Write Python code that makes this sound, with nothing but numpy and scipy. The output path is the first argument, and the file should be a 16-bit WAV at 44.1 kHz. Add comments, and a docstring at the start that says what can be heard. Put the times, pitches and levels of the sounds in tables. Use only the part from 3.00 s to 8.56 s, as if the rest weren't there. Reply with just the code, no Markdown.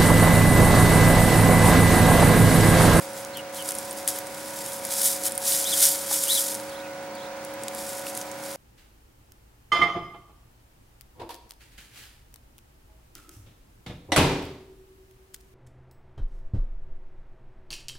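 """An outdoor run, where hens scratch and peck through dry leaves and straw while small birds chirp.
The litter is made of thousands of tiny noise bursts, with snaps and knocked stalks added one by one.
The birds are gliding whistles with a trill and a few echoes.
Behind them a motor drones as a comb of sine overtones over soft filtered noise, and a thin high tone whines."""
import sys
import numpy as np
from scipy import signal
from scipy.fft import rfft, irfft
from scipy.io import wavfile
from scipy.ndimage import uniform_filter1d

SR = 44100
rng = np.random.default_rng(int(sys.argv[2]) if len(sys.argv) > 2 else 0)


def materialize(psi):
    """Save the field psi as 16-bit PCM at rate SR to the path in sys.argv[1].

    A 1-D psi becomes a single channel; in a 2-D psi each row is a channel.
    """
    bounded = np.clip(np.atleast_2d(psi).T, -1, 1)
    quanta = np.round(bounded * 32767).astype(np.int16)
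    wavfile.write(sys.argv[1], SR, quanta)


N = 245195


def amp(db):
    """Turn a level in dB into a plain multiplier."""
    return 10 ** (np.asarray(db) / 20)


def rms_one(x):
    """Scale a signal to an average strength (rms) of 1."""
    return x / np.sqrt(np.mean(x ** 2) + 1e-20)


def in_time(rows):
    """Draw straight lines between table rows, giving one value per sample for each column."""
    s, *columns = np.transpose(rows)
    return [np.interp(np.arange(N) / SR, s, column) for column in columns]


def at_hz(points, hz):
    """Read a (f/Hz, dB) table at any frequency, on a logarithmic pitch axis."""
    table_hz, table_db = np.array(points).T
    return np.interp(np.log(np.maximum(hz, 1)), np.log(table_hz), table_db)


def colour(x, spectrum):
    """Shape a sound's spectrum with a minimum-phase filter, which answers as promptly as it can."""
    wanted_db = at_hz(spectrum, np.fft.rfftfreq(4096, 1 / SR))
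    cepstrum = irfft(np.log(amp(wanted_db)))
    # folding the cepstrum onto its first half makes the filter minimum-phase
    cepstrum[1:2048] *= 2
    cepstrum[2049:] = 0
    response = irfft(np.exp(rfft(cepstrum)))
    return signal.oaconvolve(x, response)[:N]


def drift(rate):
    """Random wandering around 0 with spread 1: noise smoothed twice at `rate` Hz."""
    r = np.exp(-80 * np.pi * rate / SR)   # computed at every 40th sample
    noise = rng.standard_normal(N // 40 + 2002)
    slow = signal.lfilter([1], [1, -2 * r, r * r], noise)[2000:]   # skip the filter's start
    return np.interp(np.arange(N) / 40, np.arange(len(slow)), rms_one(slow - slow.mean()))


def butter(x, hz, kind, order=2):
    """Keep the low, high or middle band of a sound with a Butterworth filter."""
    return signal.sosfilt(signal.butter(order, hz, kind, fs=SR, output="sos"), x)


FLOOR_DB, FLOOR_SWELL_DB = -43.5, 0.3   # middle level and its slow wander
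# colour of the background noise: (f/Hz, relative level/dB per Hz)
FLOOR_COLOUR = [(20, -43), (70, -19.5), (200, -16), (370, -17.5), (800, -14), (1200, -21.5), (2200, -18.5),
                (2900, -26), (6000, -31.5), (9500, -48), (14000, -48), (16000, -47)]
# left-right difference compared with the shared middle: (f/Hz, level/dB)
FLOOR_WIDTH = [(30, -48), (125, -28), (400, -12.5), (1000, -9), (2000, -7), (5000, 0.5), (8000, 7),
               (10000, -31)]


def floor():
    """Outdoor air and motor noise: a shared part, plus a part added left and subtracted right."""
    mid, side = [colour(white, FLOOR_COLOUR) for white in rng.standard_normal((2, N))]
    scale = amp(FLOOR_DB + FLOOR_SWELL_DB * drift(1)) / mid.std()
    return scale * (mid + colour(side, FLOOR_WIDTH) * [[1], [-1]])


WHINE_HZ, WHINE_DB, WHINE_WIDTH_HZ = 15734, -58, 4   # the width is the spread of the pitch wander


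def whine():
    """A thin high tone: one sine whose pitch wanders slightly."""
    cycles = np.cumsum(WHINE_HZ + WHINE_WIDTH_HZ * drift(30)) / SR
    return np.sqrt(2) * amp(WHINE_DB) * np.sin(2 * np.pi * cycles)


FIRST_OVERTONE, LAST_OVERTONE = 4, 55
WEAK_OVERTONE_DB, WEAK_SPREAD_DB = -66, 0.5   # every multiple not listed below
# overtones that stand out: (multiple of the turning rate, middle level/dB)
STRONG_OVERTONES = [(7, -56.5), (10, -50.5), (14, -64), (16, -63.5), (17, -53.5), (19, -58), (28, -59),
                    (30, -55), (31, -55), (32, -56), (33, -58.5), (42, -61), (47, -62), (48, -58),
                    (49, -66), (51, -63.5)]


def overtone_levels():
    """Middle level in dB of each overtone: a few stand out of a weak, uneven comb."""
    multiples = range(FIRST_OVERTONE, LAST_OVERTONE + 1)
    weak_db = WEAK_OVERTONE_DB + WEAK_SPREAD_DB * rng.standard_normal(len(multiples))
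    strong_db = {round(k): db for k, db in STRONG_OVERTONES}
    return dict(zip(multiples, weak_db)) | strong_db


TURNS_PER_S, TURNS_WANDER = 30.65, 0.035   # turning rate and its wander, both in Hz
WAVER_DB, WAVER_RATE = 2.5, 4.3   # wavering of an overtone: spread in dB, speed in Hz
MOTOR_LEAD_S = 0.000083   # the drone reaches the left port first
# the two strongest overtones swell and fade: (t/s, 18th overtone level/dB, 24th overtone level/dB)
MOTOR_SWELLS = [(0.05, -40, -50), (1.24, -40.5, -46.5), (1.4, -42, -56), (2.17, -38.5, -47),
                (2.94, -38.5, -48.5), (3.25, -40, -78), (3.4, -38.5, -53), (4.32, -39.5, -46),
                (4.49, -39.5, -56), (4.68, -39, -47), (5.1, -39, -48.5), (5.18, -42, -45.5),
                (5.45, -40, -54)]
# balance of the drone: (f/Hz, left minus right level/dB)
MOTOR_BALANCE = [(200, 0), (550, -1.5), (950, -5), (1500, -8.5)]


def motor():
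    """Turning parts hum at multiples of their rate: two follow a table, the others waver at random."""
    db_18, db_24 = in_time(MOTOR_SWELLS)
    turns = TURNS_PER_S + TURNS_WANDER * drift(1)
    angle = 2 * np.pi * np.cumsum(turns) / SR
    out = np.zeros((2, N))
    for k, middle_db in overtone_levels().items():
        start = rng.uniform(0, 2 * np.pi)
        wavering_db = middle_db + WAVER_DB * drift(WAVER_RATE)
        level = amp({18: db_18, 24: db_24}.get(k, wavering_db))
        hz = k * turns.mean()
        half_lead = np.pi * hz * MOTOR_LEAD_S   # as an angle
        half_db = at_hz(MOTOR_BALANCE, hz) / 2
        for side, sign in enumerate((1, -1)):   # left, right
            tone = np.sin(k * angle + start + sign * half_lead)
            out[side] += amp(sign * half_db) * level * tone
    return np.sqrt(2) * out


TRILL_HZ = 270
CHEEP_ROUGHNESS, CHIRP_ROUGHNESS, TWITTER_ROUGHNESS = 0.6, 0.75, 0.25   # depth of trill and hoarseness
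HOARSE_HZ, HOARSE_RATE = 82, 86   # pitch jitter at roughness 1: spread and speed, both in Hz
EDGE_S = 0.008   # fade at both ends of a note
# All bird levels are those before trill and echoes.
# two near cheeps, each an uneven arch of points: (t/s, f/Hz, level/dB)
CHEEPS = [
    [(3.266, 2780, -39), (3.282, 2930, -43), (3.291, 3290, -32), (3.306, 3615, -25.5), (3.316, 4010, -28),
     (3.329, 3910, -30), (3.338, 4300, -44), (3.356, 3870, -26), (3.368, 3450, -41), (3.379, 3470, -26),
     (3.397, 2880, -52)],
    [(2.647, 3110, -46), (2.657, 3370, -34), (2.672, 3920, -36), (2.683, 3650, -35), (2.693, 4200, -38),
     (2.707, 4050, -43), (2.72, 3720, -38), (2.73, 3350, -25.5), (2.738, 3390, -31), (2.751, 3150, -42)],
]
# far chirps: (t/s, length/s, first f/Hz, last f/Hz, level/dB)
CHIRPS = [(0.33, 0.025, 4000, 4350, -47), (0.348, 0.059, 3290, 2745, -43), (0.553, 0.024, 4150, 4300, -48),
          (0.578, 0.05, 3240, 2830, -43), (3.822, .055, 2500, 2360, -51)]
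# shape of a far zigzag twitter: (t/s from its start, f/Hz, level/dB before the offset below)
TWITTER_SHAPE = [(-.006, 4820, -51), (.024, 4420, -51), (.038, 3150, -49), (0.061, 4350, -56),
                 (.069, 3150, -46), (.091, 4200, -50), (.1, 4000, -55), (.111, 3150, -55),
                 (.121, 3680, -45), (.14, 4250, -61)]
# when the twitter is sung: (t/s, level offset/dB)
TWITTER_STARTS = [(3.681, -2), (4.14, -2)]
# outdoor echoes: (delay/s on the left, level/dB compared with the direct sound)
ECHOES = [(.009, -6), (0.018, -14), (0.033, -22)]


def birds():
    """Gliding whistles with a fast trill and a hoarse edge, followed by a few outdoor echoes."""
    t, direct = np.arange(N) / SR, np.zeros(N)
    hoarse = HOARSE_HZ * drift(HOARSE_RATE)
    notes = [(*np.transpose(arch), CHEEP_ROUGHNESS) for arch in CHEEPS]
    for s, length_s, first_hz, last_hz, db in CHIRPS:
        notes.append(([s, s + length_s], [first_hz, last_hz], [db, db], CHIRP_ROUGHNESS))
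    after_s, song_hz, song_db = np.transpose(TWITTER_SHAPE)
    for s, db in TWITTER_STARTS:
        notes.append((s + after_s, song_hz, db + song_db, TWITTER_ROUGHNESS))
    for s, hz, db, rough in notes:
        on = slice(round(s[0] * SR), round(s[-1] * SR))
        glide = uniform_filter1d(np.interp(t[on], s, hz), size=160)   # rounds the corners
        pitch = glide + rough * hoarse[on]
        trill = 1 + rough * np.sin(2 * np.pi * TRILL_HZ * t[on])
        edges = signal.windows.tukey(len(pitch), min(1, 2 * EDGE_S * SR / len(pitch)))
        whistle = np.sin(2 * np.pi * np.cumsum(pitch) / SR)
        direct[on] += np.sqrt(2) * amp(np.interp(t[on], s, db)) * edges * trill * whistle

    def with_echoes(stretch):
        """Add delayed, quieter copies, with every delay stretched."""
        return direct + sum(amp(db) * np.roll(direct, round(lag * stretch * SR)) for lag, db in ECHOES)

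    return np.array([with_echoes(1), with_echoes(0.92)])   # shorter delays on the right


CLUMP_DB, CLUMP_RATE = 1.27, 30   # how unevenly cracks arrive: spread in dB, speed in Hz
PATCH_DB, PATCH_RATE = 2.5, 20   # each kind of leaf swells on its own: spread in dB, speed in Hz
STRAW_TOP_HZ, CRISP_HZ = 5150, 8500   # top of the straw range; the crispest bursts lie above the second
# colour of leaves and straw: (f/Hz, relative level/dB per Hz)
LITTER_COLOUR = [(760, -30), (1300, -12.5), (1900, -7.5), (2660, -12), (3240, -4), (4220, -6), (4680, -4),
                 (7750, -2), (9360, -2), (11200, -4.5), (12600, -3), (16000, -15.5)]


def crackle(per_s, spread_db, t60_s, count, denser_db=0):
    """Clumped random cracks: each is a dying noise burst, dealt among `count` kinds of leaf."""
    sizes = amp(spread_db * np.minimum(rng.exponential(1, N), 5)) * rng.choice([-1, 1], N)
    chance = per_s * amp(denser_db + CLUMP_DB * drift(CLUMP_RATE)) / SR
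    born = rng.random(N) < chance
    cracks = sizes * born * amp(-denser_db / 2)   # more cracks share the same power
    dealt = rng.integers(0, count, N)
    fade = amp(-60 * np.arange(800) / SR / t60_s)
    bursts = rng.standard_normal((2, count, len(fade))) * fade   # one set each for middle and side
    bursts[:, ::3] = butter(bursts[:, ::3], STRAW_TOP_HZ, "high")   # small leaves lack the lower range
    bursts[:, 1::4] = butter(bursts[:, 1::4], CRISP_HZ, "high")
    kinds = [cracks * (dealt == k) * amp(PATCH_DB * drift(PATCH_RATE)) for k in range(count)]
    sounds = []
    for burst_set in bursts:
        total = sum(signal.oaconvolve(kind, burst)[:N] for kind, burst in zip(kinds, burst_set))
        sounds.append(colour(total, LITTER_COLOUR))
    return sounds


SCRATCH_SWELL_DB = 20   # roughly the rise and fall over the times listed below
SCRATCH_ROUNDING = 0.066   # how blunt the loudest moment is, as a share of those times
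# uneven background shuffling in the litter: (t/s, stirring level/dB)
SHUFFLE = [(0.0, -41.5), (0.12, -50), (0.5, -57), (0.53, -61), (0.56, -41.5), (0.9, -65), (1.24, -48),
           (1.66, -37.5), (1.79, -44.5), (2.0, -28.5), (2.42, -51), (2.6, -46), (3.0, -36), (3.5, -34),
           (3.575, -43), (3.9, -62), (4.39, -61), (4.7, -55), (5.37, -52.5)]
# single scratches of a foot: (loudest t/s, stirring level/dB, build-up/s, dying away/s)
SCRATCHES = [(0.2, -41.5, 0.12, 0.055), (0.381, -47, 0.028, 0.064), (0.565, -37.5, 0.038, 0.078),
             (0.7, -32, 0.12, 0.04), (0.76, -39.5, 0.061, 0.49), (0.974, -35.5, 0.016, 0.061),
             (1.085, -22.5, 0.0086, 0.038), (1.175, -36, 0.11, 0.047), (1.746, -35, 0.097, 0.045),
             (1.918, -33, 0.042, 0.074), (2.061, -18.5, 0.095, 0.12), (2.263, -24.5, 0.067, 0.055),
             (2.495, -22, 0.1, 0.4), (2.84, -16.5, 0.17, 0.17), (3.127, -24, 0.069, 0.17),
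             (3.235, -23.5, 0.058, 0.042), (3.328, -21, 0.096, 0.16), (3.4, -27.5, .1, 0.062),
             (3.515, -30.5, 0.056, 0.043), (4.436, -58, 0.055, 0.11), (4.8, -39, 0.07, 0.091),
             (4.883, -39, 0.18, 0.28), (4.99, -38.5, 0.072, 0.04), (5.094, -37, 0.075, 0.042),
             (5.176, -37.5, 0.072, 0.089), (5.446, -41.5, 0.051, 0.19), (5.515, -42, 0.073, 0.097)]


def stirring():
    """How hard the litter is moved, in dB: scratches swell and die away above the shuffling."""
    t, (shuffle_db,) = np.arange(N) / SR, in_time(SHUFFLE)
    power = amp(2 * shuffle_db)
    for s, db, rise_s, fall_s in SCRATCHES:
        away = np.maximum((s - t) / rise_s, (t - s) / fall_s)
        rounded = np.hypot(away, SCRATCH_ROUNDING) - SCRATCH_ROUNDING
        power = power + amp(2 * (db - SCRATCH_SWELL_DB * rounded))
    return 10 * np.log10(power)


CRACKS_PER_S, CRACK_SPREAD_DB, CRACK_T60_S = 3200, 2.5, 0.018   # base rate; T60: time to fade by 60 dB
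DENSE_SLOPE, DENSE_FROM_DB = 0.5, -36   # cracks come thicker as the stirring rises above this level
STRAW_DB, STRAW_SLOPE = -0.5, -0.42   # straw gain at -32.5 dB stirring, and its change per dB
TICKS_PER_S, TICK_SPREAD_DB, TICK_T60_S = 96, 0.5, 0.0048
TICK_DB, TICK_SLOPE = -56, 0.6   # tick level at -33.5 dB stirring, and its change per dB
LITTER_SIDE_DB, SIDE_TOP_HZ = -16, 8300   # gain and upper limit of the left-right difference


def litter():
    """Crisp leaves fill the treble; straw and lone ticks grow more slowly as the feet dig harder."""
    stir_db = stirring()
    denser_db = DENSE_SLOPE * np.maximum(stir_db - DENSE_FROM_DB, 0)
    mid, side = crackle(CRACKS_PER_S, CRACK_SPREAD_DB, CRACK_T60_S, count=12, denser_db=denser_db)
    ticks = rms_one(crackle(TICKS_PER_S, TICK_SPREAD_DB, TICK_T60_S, count=9)[0])
    straw = butter(mid, STRAW_TOP_HZ, "low", order=1)
    leaves = mid - straw
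    straw_gain = amp(STRAW_DB + STRAW_SLOPE * (stir_db + 32.5))
    scattered = amp(LITTER_SIDE_DB) * butter(side, SIDE_TOP_HZ, "low", order=8)
    rustle = leaves + straw_gain * straw + scattered * [[1], [-1]]
    tick_gain = amp(TICK_DB + TICK_SLOPE * (stir_db + 33.5))
    return amp(stir_db) / mid.std() * rustle + tick_gain * ticks


KNOCK_CYCLES = 30   # the push fades by 60 dB within this many cycles of the stalk's pitch
# thicker stalks knocked by feet and beaks: (t/s, peak level/dB, f/Hz)
KNOCKS = [(1.0767, -22, 2660), (2.521, -13.5, 4030), (3.112, -24, 900), (4.6824, -21, 3620),
          (5.067, -25, 2460)]


def knocks():
    """A short noise push sets a stalk ringing around its own pitch."""
    out, t = np.zeros(N), np.arange(2000) / SR
    for s, db, hz in KNOCKS:
        push = rng.standard_normal(len(t)) * amp(-60 * t * hz / KNOCK_CYCLES)
        knock = butter(push, [hz / 1.2, hz * 1.16], "band", order=1)
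        out[round(s * SR):][:len(t)] += amp(db) * knock / abs(knock).max()
    return out


SNAP_DB, SNAP_SPREAD_DB = -3.5, 1.0   # offset for all snaps; each comes from a little left or right
SNAP_RING_DB, SNAP_WIDTH = 4.5, 0.1   # ring against broad crack; half-width as a share of the pitch
SNAP_T60_S, SETTLE_T60_S, SETTLE_DB = 0.007, 0.053, -15   # crack, then the quieter settling
FIRST_CLICK = 2.5   # the first sample before fading, in units of the noise spread
# single snaps and pecks: (t/s, peak level/dB before offset and left-right spread, brightest f/Hz)
SNAPS = [(0.1328, -22, 9100), (0.2487, -20, 6660), (0.372, -14.5, 11300), (0.5457, -21, 12200),
         (0.624, -18.5, 9330), (0.689, -12, 9100), (0.708, -11, 9310), (0.72, -16.5, 9460),
         (0.7518, -15, 9530), (0.786, -12.5, 9400), (0.91, -17.5, 9000), (0.9287, -19, 12100),
         (1.0768, -3, 10000), (1.1873, -13.5, 12000), (1.27, -22, 8800), (1.662, -16, 9530),
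         (1.851, -11, 9900), (1.8694, -19, 12100), (2.017, -5.5, 10700), (2.237, -10.5, 8500),
         (2.2665, -11, 9130), (2.321, -14, 9080), (2.352, -18, 9510), (2.357, -21, 9500),
         (2.3781, -10, 9600), (2.442, -17, 9830), (2.643, -11.5, 6200), (2.888, -10, 9400),
         (3.142, -14, 11500), (3.238, -6, 10400), (3.424, -16, 9500), (3.485, -12, 10100),
         (3.5505, -12, 9050), (4.152, -31, 8570), (4.449, -22, 9700), (4.5391, -28, 11400),
         (4.6355, -18, 8150), (4.6824, -13, 7300), (4.749, -16, 11200), (5.0676, -19, 10300),
         (5.0969, -26, 9660), (5.1502, -18.5, 8930), (5.1748, -13, 9090), (5.2138, -16.5, 5860),
         (5.315, -20.5, 6560)]


def snaps():
    """A sudden broad crack that rings around its own pitch, then a rustle as the leaves settle."""
    out, t = np.zeros((2, N + 6000)), np.arange(6000) / SR   # room for the last tail
    litter_pulse = colour(np.eye(1, 256)[0], LITTER_COLOUR)[:512]   # one click in the litter's colour
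    fade = amp(-60 * t / SNAP_T60_S) + amp(SETTLE_DB - 60 * t / SETTLE_T60_S)
    for s, db, hz in SNAPS:
        noise = rng.standard_normal(len(t))
        noise[0] = FIRST_CLICK
        burst = noise * fade
        broad = np.convolve(burst, litter_pulse)[:len(t)]
        band = [hz / (1 + SNAP_WIDTH), min(hz * (1 + SNAP_WIDTH), 0.45 * SR)]
        ring = butter(burst, band, "band", order=1)
        crack = broad / abs(broad).max() + amp(SNAP_RING_DB) * ring / abs(ring).max()
        pan_db = SNAP_SPREAD_DB * rng.standard_normal() * np.array([1, -1])
        gain = amp(db + SNAP_DB + pan_db)[:, None]
        out[:, round(s * SR):][:, :len(t)] += gain * crack / abs(crack).max()
    return out[:, :N]


def scene():
    """All sources together at the two microphone ports."""
    return floor() + whine() + motor() + birds() + litter() + knocks() + snaps()


PORT_HZ, PORT_WIDTH_HZ, PORT_DB = 9450, 870, -2.5   # resonance: pitch, width, level of the added ring
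CUTOFF_HZ = 15800


def record(dry):
    """The microphone ports resonate in the treble; a steep filter cuts the very top."""
    port = signal.lfilter(*signal.iirpeak(PORT_HZ, PORT_HZ / PORT_WIDTH_HZ, fs=SR), dry)
    cut = signal.ellip(12, 0.5, 80, CUTOFF_HZ, fs=SR, output="sos")   # 0.5 dB ripple, 80 dB cut
    return signal.sosfilt(cut, dry + amp(PORT_DB) * port)


dry = scene()
out = record(dry)
materialize(out)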